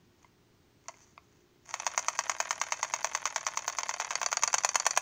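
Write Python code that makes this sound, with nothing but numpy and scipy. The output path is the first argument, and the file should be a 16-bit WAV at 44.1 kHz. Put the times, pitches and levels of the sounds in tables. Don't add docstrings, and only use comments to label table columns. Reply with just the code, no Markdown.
import sys
import numpy as np
from scipy import signal
from scipy.fft import rfft, irfft
from scipy.io import wavfile

SR = 44100
rng = np.random.default_rng(int(sys.argv[2]) if len(sys.argv) > 2 else 0)


def digitize_waveform(pressure):
    field = np.atleast_2d(pressure).T
    bounded = np.clip(field, -1, 1)
    quanta = np.round(bounded * 32767).astype(np.int16)
    wavfile.write(sys.argv[1], SR, quanta)


N = 221081
TIME = np.arange(N) / SR
RING_SAMPLES = 2048
LOOSE_FROM_S = 4.27

# (time [s], speed [turns/s])
SPEED = [(1.74, 7.42), (1.957, 9.329), (2.202, 9.432), (2.466, 9.439), (2.949, 9.189), (3.042, 9.534),
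         (4.287, 9.253), (4.573, 9.478), (4.688, 9.17)]


def undb(db):
    return 10 ** (np.asarray(db) / 20)


def level(x, db):
    return x * undb(db) / np.sqrt(np.mean(x ** 2))


def add(out, t, x):
    i = int(np.clip(t * SR, 0, N))
    out[i:i + len(x)] += x[:N - i]


def turn_starts():
    times, rates = np.transpose(SPEED)
    running = TIME[TIME >= times[0]]
    turns = np.cumsum(np.interp(running, times, rates)) / SR
    return np.interp(np.arange(int(turns[-1]) + 1), turns, running)


def each_turn(phase, scatter_s):
    starts = turn_starts()
    return starts[:-1] + phase * np.diff(starts) + scatter_s * rng.standard_normal(len(starts) - 1)


def force_at(curve, t):
    times, board_db, steel_db = np.transpose(curve)
    return np.interp(t, times, board_db), np.interp(t, times, steel_db)


def body(modes, low_hz, high_hz, order):
    s = 1j * np.fft.rfftfreq(RING_SAMPLES, 1 / SR)
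    ring = sum(undb(db) * s * width / (s * s + s * width + hz * hz) for hz, width, db in modes)
    b, a = signal.butter(order, [low_hz, high_hz], "band", analog=True)
    return ring * np.polyval(b, s) / np.polyval(a, s)


def chatter(response, delays_s, sizes, db, span_s=.008):
    hz = np.fft.rfftfreq(RING_SAMPLES, 1 / SR)
    force = sizes @ np.exp(-2j * np.pi * np.outer(delays_s, hz))
    ring = irfft(response * force)
    return ring * undb(db) * np.sqrt(span_s * SR / np.sum(ring ** 2))


def blow(bodies, contacts, chatter_hz, levels_db, uneven_db=2.0):
    delay, scatter, board_db, steel_db = np.transpose(contacts)
    chance = rng.standard_normal((3, len(delay)))
    delays_s = np.abs(delay + scatter * chance[0]) / chatter_hz
    board = undb(board_db + uneven_db * chance[1])
    steel = undb(steel_db + uneven_db * chance[2])
    parts = zip(bodies, (board, steel, steel), levels_db)
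    return sum(chatter(part, delays_s, sizes, db) for part, sizes, db in parts)


def stick_slip(grain_db=-6.5, density=.056):
    slips = rng.standard_normal(N) * undb(grain_db * np.minimum(rng.exponential(size=N), 4))
    return slips * (rng.random(N) < density)


def rub(response, force, db):
    return level(signal.fftconvolve(force, irfft(response))[:N], db)


def room_tone(air_db=-65.5, waver_db=-3.0):
    # (frequency [Hz], relative density [dB])
    spectrum = [(25, -11.5), (45, -8), (70, -2), (115, 0.5), (170, -2.5), (380, -6), (500, -13.5),
                (1000, -15.5), (3000, -20.5), (6500, -23.5), (8700, -36.5), (13700, -38), (15200, -25)]
    # (frequency [Hz], level [dB])
    hum = [(118, -85.5), (296, -79.5), (355.3, -76), (414, -80), (8226, -93.5)]
    hz, db = np.transpose(spectrum)
    colour = undb(np.interp(np.log(np.fft.rfftfreq(N, 1 / SR) + 1), np.log(hz), db))
    out = level(irfft(rfft(rng.standard_normal(N)) * colour, N), air_db)
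    for hz, db in hum:
        waver = np.interp(TIME, np.linspace(0, N / SR, 20), rng.standard_normal(20))
        tone = np.sin(2 * np.pi * (hz * TIME + rng.random()))
        out += level(tone * undb(waver_db * waver), db)
    return out


def sliding(bodies, levels_db=(-4, -3, -24)):
    # (time [s], length [s], peak gain [dB])
    rocks = [(0.168, 0.12, -72), (0.778, 0.41, -65), (1.15, 0.36, -75.5)]
    # (time [s], gain [dB])
    slide = [(1.6, -90), (1.68, -52.5), (3, -52.5), (5, -57.5)]
    force = stick_slip(grain_db=5.0, density=.05)
    hiss = sum(rub(part, force, db) for part, db in zip(bodies, levels_db))
    motion = undb(np.interp(TIME, *np.transpose(slide))) * (TIME > slide[0][0])
    for t, length_s, db in rocks:
        add(motion, t, undb(db) * np.sin(np.linspace(0, np.pi, int(length_s * SR))))
    return hiss * motion


def axle_bumps(scatter_s=.00006, rebound_db=-4):
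    # (time [s], level [dB], rebound interval [s])
    bumps = [(0.2456, -54.5, 0.00099), (.858, -64, 0.00099), (0.8842, -41, 0.003), (.8917, -42, 0.0011),
             (0.9415, -57.5, 0.00047), (1.1782, -46, 0.00091)]
    # (frequency [Hz], width [Hz], gain [dB])
    post_modes = [(690, 110, 9), (970, 150, 9.5), (2080, 120, 5.5), (2420, 280, -23), (4480, 190, 0)]
    post = body(post_modes, low_hz=580, high_hz=4200, order=4)
    out, bounces = np.zeros(N), np.arange(4)
    for t, db, interval_s in bumps:
        delays_s = bounces * (interval_s + scatter_s * rng.standard_normal())
        add(out, t, chatter(post, delays_s, undb(rebound_db * bounces), db))
    return out


def clack(bodies, board_db, steel_db, crack_db=-28, chatter_hz=1020):
    # (delay [chatter periods], scatter [chatter periods], board gain [dB], steel gain [dB])
    contacts = [(0, 0.0069, -7.5, -5), (0.879, 0.044, -8, -7), (2.401, 0.36, -7.5, -8),
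                (3, 0.38, -6.5, -23), (4.7, 0.596, -15, -27)]
    return blow(bodies, contacts, chatter_hz, (board_db, steel_db, steel_db + crack_db))


def stray_knocks(bodies):
    # (time [s], board level [dB], steel level [dB])
    knocks = [(0.8835, -47, -40), (1.7089, -46.5, -45), (1.7992, -36, -38), (1.915, -48, -52),
              (1.992, -36.5, -32.5), (4.23, -30.5, -32.5)]
    out = np.zeros(N)
    for t, board_db, steel_db in knocks:
        add(out, t, clack(bodies, board_db, steel_db))
    return out


def contact_wire(scatter_s=.0007, brush_s=.00219, uneven_db=3.5):
    # (frequency [Hz], width [Hz], gain [dB])
    wire_modes = [(4620, 370, 3), (5530, 1100, -9), (6070, 320, 9), (6270, 310, -21)]
    # (time [s], level [dB])
    drag = [(.98, -99), (1.02, -62), (1.035, -61.5), (1.055, -76), (1.1, -72), (1.16, -91)]
    # (phase [turns], level [dB])
    touches = [(.85, -48), (.928, -51), (.966, -82)]
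    wire = body(wire_modes, low_hz=4670, high_hz=7530, order=3)
    out = rub(wire, stick_slip(), 0) * undb(np.interp(TIME, *np.transpose(drag)))
    for phase, db in touches:
        for t in each_turn(phase, scatter_s):
            delays_s, sizes = brush_s * rng.random(size=6), rng.standard_normal(size=6)
            add(out, t, chatter(wire, delays_s, sizes, db + uneven_db * rng.standard_normal()))
    return out


def sizzle(sizzle_db=-62, lead_s=.024, length_s=.059, uneven_db=1.5, speed_power=4.3):
    band = body([(15100, 600, 0)], low_hz=14100, high_hz=15700, order=2)
    gate, swell = np.zeros(N), np.hanning(int(length_s * SR))
    for t in turn_starts():
        speed_ratio = np.interp(t, *np.transpose(SPEED)) / SPEED[-1][1]
        gain = speed_ratio ** speed_power * undb(uneven_db * rng.standard_normal())
        add(gate, t - lead_s, swell * gain)
    return gate * rub(band, stick_slip(), sizzle_db)


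def strokes(bodies, chatter_hz=1033, spread=.039, loose_lag_s=.0047,
            crack_db=-29, thud_db=-25, knee_db=-26, hardening=3.13):
    # (time [s], board level [dB], steel level [dB])
    pull = [(1.74, -30.5, -34), (1.92, -25, -26), (2.75, -26.5, -29.5), (3.05, -26.5, -28.5),
            (3.75, -29, -29.5), (4.22, -30, -36.5), (4.43, -23.5, -22.5), (4.97, -22, -24)]
    # (delay [chatter periods], scatter [chatter periods], board gain [dB], steel gain [dB])
    contacts = [(0, 0.029, -5, -3), (.84, 0.032, -1, -11), (1.03, 0.028, -6, -36), (1.502, 0.145, -14.5, 1),
                (1.968, 0.1, -3, -12.5), (2.602, 0.151, -8.5, -3), (4.6, 0.452, -11, -8.5),
                (5.4, 0.422, -11, -3.5)]
    jolt = body([(437, 340, -25), (677, 124, -1)], low_hz=360, high_hz=787, order=2)
    out = np.zeros(N)
    for start in turn_starts():
        t = start + loose_lag_s * (start > LOOSE_FROM_S)
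        board_db, steel_db = force_at(pull, t)
        bounce_hz = chatter_hz * (1 + spread * rng.standard_normal())
        force_db = board_db + hardening * max(board_db - knee_db, 0)
        add(out, t, blow(bodies, contacts, bounce_hz, (board_db, steel_db, force_db + crack_db)))
        add(out, t, chatter(jolt, np.zeros(1), np.ones(1), force_db + thud_db))
    return out


def linkage_ticks(bodies, trim_db=-2.0, scatter_s=.0008, uneven_db=4.0, chatter_hz=1150):
    # (phase [turns], board level [dB], steel level [dB], crack level [dB])
    ticks = [(.095, -41, -42, -70), (.175, -41.5, -50, -85), (0.234, -54.5, -66, -86),
             (0.312, -63, -69, -85), (0.349, -52.5, -65, -88), (0.461, -52.5, -45.5, -98),
             (0.498, -43, -54, -100), (.56, -50.5, -68, -88), (.73, -44, -87, -98)]
    # (delay [chatter periods], scatter [chatter periods], board gain [dB], steel gain [dB])
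    contacts = [(0, 0.07, 11.5, 3), (0.902, 0.078, -3.5, 4), (2.2, 0.55, 10.5, -26)]
    out = np.zeros(N)
    for phase, *base_db in ticks:
        for t in each_turn(phase, scatter_s):
            levels_db = np.array(base_db) + trim_db + uneven_db * rng.standard_normal()
            add(out, t, blow(bodies, contacts, chatter_hz, levels_db))
    return out


def plunger_scrape(bodies, phase=.655, scatter_s=.0008, length_s=.0029,
                   board_db=-44, steel_db=-54, squeak_db=-61):
    board, steel, _ = bodies
    squeak = body([(10160, 1100, 0)], low_hz=8900, high_hz=11500, order=2)
    out = np.zeros(N)
    for t in each_turn(phase, scatter_s):
        delays_s, sizes = length_s * rng.random(size=9), rng.standard_normal(size=9)
        for part, db in ((board, board_db), (steel, steel_db), (squeak, squeak_db)):
            add(out, t, chatter(part, delays_s, sizes, db))
    return out


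def rebounds(bodies, from_s=2.25, after_s=.0215, scatter_s=.003,
             board_db=-40.5, steel_db=-42, uneven_db=1.5):
    out, starts = np.zeros(N), turn_starts()
    for t in starts[(starts > from_s) & (starts < LOOSE_FROM_S)]:
        late, hard = rng.standard_normal(2)
        knock = clack(bodies, board_db + uneven_db * hard, steel_db + uneven_db * hard)
        add(out, t + after_s + scatter_s * late, knock)
    return out


def return_knocks(bodies, phase=.438, scatter_s=.0003, ping_db=-8):
    # (time [s], board level [dB], steel level [dB])
    force = [(3.7, -53, -47), (3.83, -33, -34.5), (4.05, -37, -38.5), (4.18, -28.5, -26.5),
             (4.9, -36, -28.5)]
    ping = body([(4640, 120, 0)], low_hz=4200, high_hz=5300, order=2)
    out = np.zeros(N)
    for t in each_turn(phase, scatter_s):
        if t > force[0][0]:
            board_db, steel_db = force_at(force, t)
            add(out, t, clack(bodies, board_db, steel_db))
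            add(out, t, chatter(ping, np.zeros(1), np.ones(1), steel_db + ping_db))
    return out


def early_knocks(bodies, lead_s=.0062, scatter_s=.0005, board_db=-36.5, steel_db=-34.5):
    out, starts = np.zeros(N), turn_starts()
    for t in starts[starts > LOOSE_FROM_S]:
        add(out, t - lead_s + scatter_s * rng.standard_normal(), clack(bodies, board_db, steel_db))
    return out


def frame(x, notch_hz=2870, notch_q=14, notch_depth=.55):
    # (frequency [Hz], width [Hz], gain [dB])
    modes = [(3640, 10, 4), (4440, 13, -25), (8330, 97, 4)]
    x = x + sum(undb(db) * signal.lfilter(*signal.iirpeak(hz, hz / width, fs=SR), x)
                for hz, width, db in modes)
    return x - notch_depth * signal.lfilter(*signal.iirpeak(notch_hz, notch_q, fs=SR), x)


def room(x, near_db=-14.0, near_t60_s=.067, far_db=-18.0, far_t60_s=.24, gap_s=.003, places=9):
    t, out = TIME[:SR // 2], x
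    for place in range(places):
        response = 0
        for db, t60_s in ((near_db, near_t60_s), (far_db, far_t60_s)):
            tail = rng.standard_normal(len(t)) * np.exp(-np.log(1000) * t / t60_s) * (t > gap_s)
            response = response + undb(db) * tail / np.linalg.norm(tail)
        nearness = np.maximum(1 - np.abs(np.linspace(0, places - 1, N) - place), 0)
        out = out + signal.oaconvolve(x * np.sqrt(nearness), response)[:N]
    return out


def scene():
    # (frequency [Hz], width [Hz], gain [dB])
    board_modes = [(711, 113, 3.5), (917, 145, 1), (1049, 320, 5.5), (1423, 175, -2), (1684, 510, -4),
                   (1953, 390, -1.5), (2420, 44, -8), (2580, 25, -1.5), (3000, 65, -6.5),
                   (3760, 120, -10.5), (4860, 37, -34.5)]
    steel_modes = [(4394, 430, 0), (5400, 660, -7.5), (5920, 134, 3.5), (6210, 390, 3.5), (6500, 400, 5.5),
                   (7520, 130, -37)]
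    crack_modes = [(8620, 1550, 5), (10500, 1500, -12), (10400, 1200, -8), (14600, 700, -3)]
    bodies = (body(board_modes, low_hz=523, high_hz=3610, order=3),
              body(steel_modes, low_hz=4367, high_hz=7190, order=4),
              body(crack_modes, low_hz=6760, high_hz=15700, order=2))
    play = stray_knocks(bodies) + rebounds(bodies) + return_knocks(bodies) + early_knocks(bodies)
    knocks = axle_bumps() + strokes(bodies) + play + linkage_ticks(bodies)
    rubbing = plunger_scrape(bodies) + contact_wire() + sizzle() + sliding(bodies)
    return (room(frame(knocks + rubbing)) + room_tone())[None]


def record(dry):
    return signal.sosfilt(signal.ellip(8, .2, 70, 15550, fs=SR, output="sos"), dry)


dry = scene()
out = record(dry)
digitize_waveform(out)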